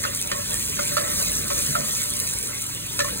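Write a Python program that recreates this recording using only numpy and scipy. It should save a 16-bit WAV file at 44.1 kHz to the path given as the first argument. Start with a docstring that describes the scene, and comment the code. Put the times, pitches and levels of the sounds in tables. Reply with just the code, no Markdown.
"""Fat hisses, fizzes and spits in a steel pan, over the soft roar of gas flames and an appliance's hum.
Bursting bubbles are brief damped oscillations; steam and flame are broadband noise. The shaken pan
drags, knocks and scrapes on the iron grate: friction and impact excite the same normal modes, and its
weight sets the stove top booming. The sound is close, with a short diffuse tail that gives it width."""
import sys
import numpy as np
from scipy import signal
from scipy.fft import rfft, irfft, next_fast_len
from scipy.io import wavfile
from scipy.ndimage import uniform_filter1d, map_coordinates

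SR = 44100
rng = np.random.default_rng(int(sys.argv[2]) if len(sys.argv) > 2 else 0)


def log_audio(samples):
    """Write samples as a 16-bit WAV file to the path given in sys.argv[1]."""
    # one column per channel
    frames = np.atleast_2d(samples).T
    # limit to full scale, then quantise
    limited = np.clip(frames, -1, 1)
    pcm = np.round(limited * 32767).astype(np.int16)
    wavfile.write(sys.argv[1], SR, pcm)


N = 141120


def amp(db):
    """Decibels to amplitude ratio."""
    return 10 ** (np.asarray(db) / 20)

def unit(x):
    """Normalisation to rms 1."""
    return x / np.sqrt(np.mean(x ** 2) + 1e-20)

def along(points, hz):
    """Interpolation of (Hz, value) points on a log frequency axis."""
    f, v = np.transpose(points)
    return np.interp(np.log(hz + 1), np.log(f + 1), v)

def curve(rows):
    """Linear interpolation of (seconds, value) rows at every sample."""
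    s, v = np.transpose(rows)
    return np.interp(np.arange(N) / SR, s, v)

def wobble(rate):
    """Random modulation: a spline through `rate` knots a second."""
    knots = rng.standard_normal(int(N / SR * 100) + 4)
    return map_coordinates(knots, [np.arange(N) * min(rate, 100) / SR])

def filtered(x, response):
    """Linear filtering: the spectrum times a complex frequency response."""
    m = next_fast_len(x.shape[-1] + 8192)
    return irfft(rfft(x, m) * response(np.fft.rfftfreq(m, 1 / SR)), m)[..., :x.shape[-1]]

def treble(x, corner_hz=3300):
    """A gentle second-order high-pass."""
    return filtered(x, lambda hz: (1j * hz / (corner_hz + 1j * hz)) ** 2)

def rush(spectrum, patchy_db):
    """Coloured noise of rms 1, modulated in random patches of time and frequency."""
    cells = signal.stft(rng.standard_normal(N), nperseg=512)[2]
    patches = uniform_filter1d(rng.standard_normal(cells.shape), size=8, axis=0)
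    patches = uniform_filter1d(patches, size=6, axis=1)
    noise = signal.istft(cells * amp(patchy_db * unit(patches)), nperseg=512)[1][:N]
    return unit(filtered(noise, lambda hz: amp(along(spectrum, hz))))

def decays(starts, db, t60, samples):
    """Exponential decay: an envelope that jumps at each start and falls 60 dB in t60 seconds."""
    impulses = np.bincount((starts * SR).astype(int), amp(db), N)
    return np.convolve(impulses, amp(-60 * np.arange(samples) / SR / t60))[:N]

def bursts(starts, gain, hz, decay_cycles):
    """Damped oscillation: each bursting bubble is a sine that dies in a few cycles."""
    k = np.arange(48)
    turns = np.clip(hz, 1500, SR / 3)[:, None] * k / SR
    pulses = gain[:, None] * np.sin(2 * np.pi * turns) * np.exp(-turns / decay_cycles)
    index = (starts * SR).astype(int)[:, None] + k
    return np.bincount(index.ravel(), pulses.ravel(), N + 48)[:N]

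def fizz(per_second=2200, spread_db=7, centre_hz=10500):
    """A Poisson process: tiny bubbles burst independently, their level swelling in clumps."""
    gap, size, polarity = rng.random((12000, 3)).T
    starts = np.cumsum(-np.log(1 - gap)) / per_second
    gain = amp(-spread_db * np.log(1.03 - size)) * np.sign(polarity - .5)
    hz = centre_hz * 2 ** (.4 * rng.standard_normal(len(starts)))
    heard = starts < N / SR
    bubbles = bursts(starts[heard], gain[heard], hz[heard], decay_cycles=1.1)
    return amp(-0.6 + 2 * wobble(45)) * unit(treble(bubbles))

# Each row: time in seconds, frying strength in dB.
FRYING_STRENGTH = [(0, -35.5), (.33, -36), (.52, -32.5), (.68, -33), (.74, -34.5), (.82, -31.5), (.95, -31),
                   (1.07, -33), (1.21, -27.5), (1.35, -30), (1.46, -34.5), (1.58, -28.5), (1.72, -30.5),
                   (1.82, -34), (1.92, -30), (2.1, -33), (2.35, -33), (2.53, -37), (2.7, -36.5),
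                   (2.87, -38.5), (3.0, -33.5), (3.2, -36)]
# Each row of both spectra: frequency in Hz, relative spectral density in dB.
SIMMER_SPECTRUM = [(200, -22), (400, 1), (900, -5), (2000, -2), (3500, 2), (5000, -11), (8000, -13.5)]
HISS_SPECTRUM = [(2500, -37), (4000, -2.5), (5000, -2.5), (6500, 1), (10000, -1), (13000, 2.5), (15500, -9)]
def sizzle(simmer_follows=0.46):
    """Amplitude modulation: steam hiss and fizz follow the frying strength, a duller simmer only partly."""
    slow_db = curve(FRYING_STRENGTH)
    mean_db = slow_db.mean()
    strength_db = slow_db + 0.52 * wobble(9.45) + 0.14 * wobble(27.7)
    bubbles = fizz()
    simmer_db = mean_db - 3 + simmer_follows * (strength_db - mean_db)
    simmer = amp(simmer_db) * rush(SIMMER_SPECTRUM, patchy_db=3.5)
    steam = amp(4.5) * rush(HISS_SPECTRUM, patchy_db=2)
    return simmer + amp(strength_db) * (steam + bubbles)

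# Each row: time in seconds, level of the roar in dB.
FLAME_LEVEL = [(0, -37), (.5, -36.5), (.95, -36), (1.4, -34), (1.75, -36), (2.1, -39), (2.8, -39),
               (3.2, -34)]
# Each row: frequency in Hz, relative spectral density in dB.
FLAME_SPECTRUM = [(20, -36), (35, -9), (58, 1.5), (75, -6.5), (95, 4), (110, -8), (145, -1), (210, -3),
                  (300, -7.5), (500, -14.5), (900, -17.5), (2000, -23)]
def flames():
    """Combustion noise: a low broadband roar that slowly swells and sinks."""
    return amp(curve(FLAME_LEVEL)) * rush(FLAME_SPECTRUM, patchy_db=0)

def hum(hz=120, rms_db=-47):
    """Forced vibration: the mains drives an appliance at one frequency, its level wavering."""
    return amp(rms_db + 1.6 * wobble(3.8)) * np.sqrt(2) * np.sin(2 * np.pi * hz * np.arange(N) / SR)

# Modes of pan and grate. Each row: frequency in Hz, relative level in dB, 60 dB decay time in seconds.
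PAN_MODES = [(520.5, 3, 0.17), (558, 5.5, 0.14), (583.3, 15, 0.1), (680, 1.5, 0.23), (1008, -6.5, 0.084),
             (1099, 3.5, 0.16), (1192, 0.5, 0.053), (1236, 1, 0.12), (1315, 2.5, 0.09), (1387, 3.5, 0.052),
             (1520, -1.5, 0.01), (1738, -3, 0.09), (1804, -3, 0.12), (2083, -4.5, 0.028)]
# Each row: time in seconds, level of the rubbing in dB.
DRAG_LEVEL = [(0, -35), (.2, -42.5), (.4, -37.5), (.75, -46), (.9, -36), (.962, -41), (.99, -33),
              (1.15, -37), (1.4, -42), (1.55, -35), (1.8, -37.5), (2, -44), (2.4, -50.5), (2.8, -50.5),
              (2.985, -44), (3.01, -33), (3.2, -40.5)]
def drag(damping_factor=2.3):
    """Frictional excitation: uneven rubbing drives the modes and damps them, widening each resonance."""
    def resonances(f):
        response = 0
        for k, (hz, db, t60) in enumerate(PAN_MODES):
            width_hz = damping_factor * np.log(1000) / np.pi / t60
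            loss = 1j * f * width_hz
            response += (-1) ** k * amp(db) * loss / (hz * hz - f * f + loss)
        return response
    friction = amp(3.95 * wobble(24.68)) * rng.standard_normal(N)
    return amp(curve(DRAG_LEVEL)) * unit(filtered(friction, resonances))

# Each row: start in seconds, burst size in dB.
FAT_SPITS = [(0.0322, -8), (0.037, -7), (0.1489, -2), (0.161, -8), (0.1742, -7), (0.2151, -3), (0.226, -5),
             (0.274, -8), (0.5078, -8), (0.5427, 0), (0.5962, -8), (0.6273, -7), (0.6969, -7), (0.8534, -7),
             (0.8762, -2), (0.9747, -7), (1.2279, -5), (1.2811, -5), (1.3185, -2), (1.3698, -6),
             (1.6643, -2), (1.69, -6), (2.0326, -5), (2.0383, -9), (2.104, -5), (2.1377, -5), (2.1918, -5),
             (2.201, 1), (2.2692, -9), (2.2749, -4), (2.2891, -8), (2.3374, -6), (2.3874, -4), (2.4283, -8),
             (2.5529, -8), (2.6417, -11), (2.6662, -7), (2.7494, -9), (2.985, -9)]
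def spits(crack_hz=9500):
    """Impulsive sources: each spit of fat is a damped crack with a short spray of noise."""
    starts, db = np.transpose(FAT_SPITS)
    hz = crack_hz * 2 ** (0.07 * rng.standard_normal(len(starts)))
    cracks = treble(bursts(starts, amp(db), hz, decay_cycles=1.8))
    spray = decays(starts, db - 17, t60=0.01, samples=1500) * rush(HISS_SPECTRUM, patchy_db=2)
    return cracks + spray

# Each row: frequency in Hz, relative spectral density in dB.
CLATTER_SPECTRUM = [(850, -20), (1200, 6.5), (2200, 1), (3000, -2), (4500, 3), (8000, -8), (12000, -46)]
# Each row: start in seconds, upper ring's strength in dB, its centre in Hz, lower ring's strength in dB,
# its centre in Hz, clatter in dB, upper ring's decay time as a multiple of the free one.
GRATE_BLOWS = [(0.038, -22, 1670, -39, 590, -23.5, 0.34), (0.0505, -19.5, 1370, -17, 606, -30, 0.84),
               (.316, -17, 1583, -18, 534, -22, 0.74), (0.345, -32, 1030, -36, 580, -73, 1.9),
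               (0.7706, -34, 1770, -23.5, 580, -37, 2.3), (0.7902, -25.5, 1260, -13, 620, -26, 1.2),
               (0.9164, -35, 1750, -20.5, 560, -30.5, 0.85), (.968, -14.5, 1385, -9, 570, -18.5, 1.17),
               (.988, -34, 1390, -26, 586, -24.5, 1), (1.502, -25, 1070, -13, 586, -22, 0.97),
               (1.7524, -15.5, 1460, -21, 680, -27.5, 0.81), (2.9915, -19.5, 1220, -11, 570, -21, 0.66),
               (3.0025, -24.5, 1750, -13.5, 540, -20.5, 1.9), (3.045, -28, 1090, -17.5, 600, -30.5, 0.85),
               (3.0833, -32, 1490, -21.5, 534, -30.5, 0.89)]
def knocks(split_hz=900, upper_octaves=0.14, lower_octaves=0.11):
    """Impact excitation: a blow rings the modes near two centres, the high at once, the low just after."""
    out, t = np.zeros(N + SR), np.arange(SR // 4) / SR
    hz, mode_db, t60 = np.transpose(PAN_MODES)[..., None]
    upper = hz > split_hz
    rise = 1 - np.exp(-t / np.where(upper, .0006, .008))
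    bite_db = upper * 6 * np.exp(-t / 0.004)  # the upper ring starts stronger, then settles
    clatter_rise = 1 - np.exp(-t / .0008)
    chance = rng.standard_normal((len(GRATE_BLOWS), 2, len(PAN_MODES), 1))
    white = rng.standard_normal((len(GRATE_BLOWS), len(t)))
    noises = filtered(white, lambda f: amp(along(CLATTER_SPECTRUM, f)))
    for blow, (scatter, phase), noise in zip(GRATE_BLOWS, chance, noises):
        start, up_db, up_hz, low_db, low_hz, clatter_db, stretch = blow
        distance = np.where(upper, np.log2(hz / up_hz) / upper_octaves,
                            np.log2(hz / low_hz) / lower_octaves)
        gain = amp(mode_db + 1.5 * scatter) * np.exp(-distance ** 2 / 2)
        gain *= np.where(upper, amp(up_db) / np.linalg.norm(gain * upper),
                         amp(low_db) / np.linalg.norm(gain * ~upper))
        decay = amp(bite_db - 60 * t / (t60 * np.where(upper, stretch, 1)))
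        ring = gain * rise * decay * np.sin(2 * np.pi * (hz * t + phase * ~upper))
        clatter = amp(clatter_db - 60 * t / 0.1) * clatter_rise * unit(noise)
        out[round(start * SR):][:len(t)] += ring.sum(0) + clatter
    rattle_db = 1.5 * wobble(100)  # loose contact makes the ring uneven
    return amp(rattle_db) * out[:N]

# Each row: start in seconds, initial level in dB.
RIM_SCRAPES = [(.3158, -23), (.968, -23), (2.9915, -15), (3.002, -20)]
def scrapes(top_hz=9500):
    """Friction noise: the rim grinds briefly and brightly on the iron at some hard blows."""
    starts, db = np.transpose(RIM_SCRAPES)
    grind = filtered(treble(rng.standard_normal(N)), lambda hz: 1 / (1 + (hz / top_hz) ** 10))
    return decays(starts, db, t60=.028, samples=4000) * unit(grind)

# Each row: frequency in Hz, relative level in dB, 60 dB decay time in seconds.
STOVE_MODES = [(61, 0, 0.14), (143, 4.5, 0.26), (214, -5.5, 0.37), (252, 1.5, 0.15)]
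# Each row: start in seconds, strength in dB.
PAN_LANDINGS = [(0.798, -33.5), (0.928, -36), (1.349, -30.5), (1.681, -25.5), (1.778, -27)]
def thuds(rise_s=0.018):
    """Free vibration: the stove top booms in its low modes as the pan's weight lands softly."""
    out, t = np.zeros(N + SR), np.arange(SR // 2) / SR
    hz, mode_db, t60 = np.transpose(STOVE_MODES)[..., None]
    chance = rng.standard_normal((len(PAN_LANDINGS), 2, len(STOVE_MODES), 1))
    for (start, db), (scatter, phase) in zip(PAN_LANDINGS, chance):
        ring = amp(db + mode_db + 0.34 * scatter - 60 * t / t60) * np.sin(2 * np.pi * (hz * t + phase))
        out[round(start * SR):][:len(t)] += ring.sum(0) * (1 - np.exp(-t / rise_s))
    return out[:N]

# Each row: frequency in Hz, share of the amplitude that differs between left and right.
DIFFUSE_SHARE = [(60, 0.066), (700, 0.24), (1000, 0.79), (2000, 0.6), (3000, 0.43), (5000, 0.17),
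                 (16000, 0.27)]
def diffusion(x, t60=0.053, delay_s=.001):
    """Decorrelation: a short diffuse tail, different left and right, is heard as stereo width."""
    hop, t = 2048, np.arange(4096) / SR
    window = np.sqrt(np.hanning(2 * hop + 1)[:-1])
    diffuse = np.zeros((2, N + 8 * hop))
    padded = np.pad(x, (hop, 2 * hop))
    for i in range(0, N + hop, hop):  # a new tail every block, so it adds no constant colour
        tail = rng.standard_normal((2, len(t))) * amp(-60 * t / t60) * (t > delay_s)
        tail /= np.linalg.norm(tail, axis=1, keepdims=True)
        block = signal.fftconvolve((window * padded[i:i + 2 * hop])[None], tail, axes=1)
        diffuse[:, i:i + block.shape[1]] += block
    share = lambda hz: np.clip(along(DIFFUSE_SHARE, hz), 0, 1)
    direct = filtered(x, lambda hz: np.sqrt(1 - share(hz) ** 2))
    return direct + filtered(diffuse[:, hop:hop + N], share)

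def scene():
    """Superposition: all sources add and share one diffusion."""
    return diffusion(sizzle() + spits() + hum() + flames() + thuds() + knocks() + scrapes() + drag())

# Each row: frequency in Hz, phase lead of the left channel in radians.
LEFT_LEAD = [(0, 0), (300, -1.2), (620, -2.7), (950, -3.9), (1400, -5.1), (2200, -5.2), (2900, -3.4),
             (4000, -4.4), (4800, -3.2), (5500, -3), (7800, -.1), (9000, .1), (11700, 3), (13500, 3.3),
             (15100, 6.2), (16000, 6.3)]
# Each row: frequency in Hz, left minus right level in dB.
LEFT_EXCESS = [(100, -1), (300, 0), (1200, 0.5), (2300, -4), (3300, -2), (6000, 0)]
def record(dry, top_hz=15800):
    """Phase and level differences between the channels give the stereo image, cut off at top_hz."""
    side = np.array([[1], [-1]]) / 2
    lead_hz, lead = np.transpose(LEFT_LEAD)
    def channels(hz):
        gain = amp(side * along(LEFT_EXCESS, hz)) * (hz < top_hz)
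        return gain * np.exp(1j * side * np.interp(hz, lead_hz, lead))
    return filtered(dry, channels)


dry = scene()
out = record(dry)
log_audio(out)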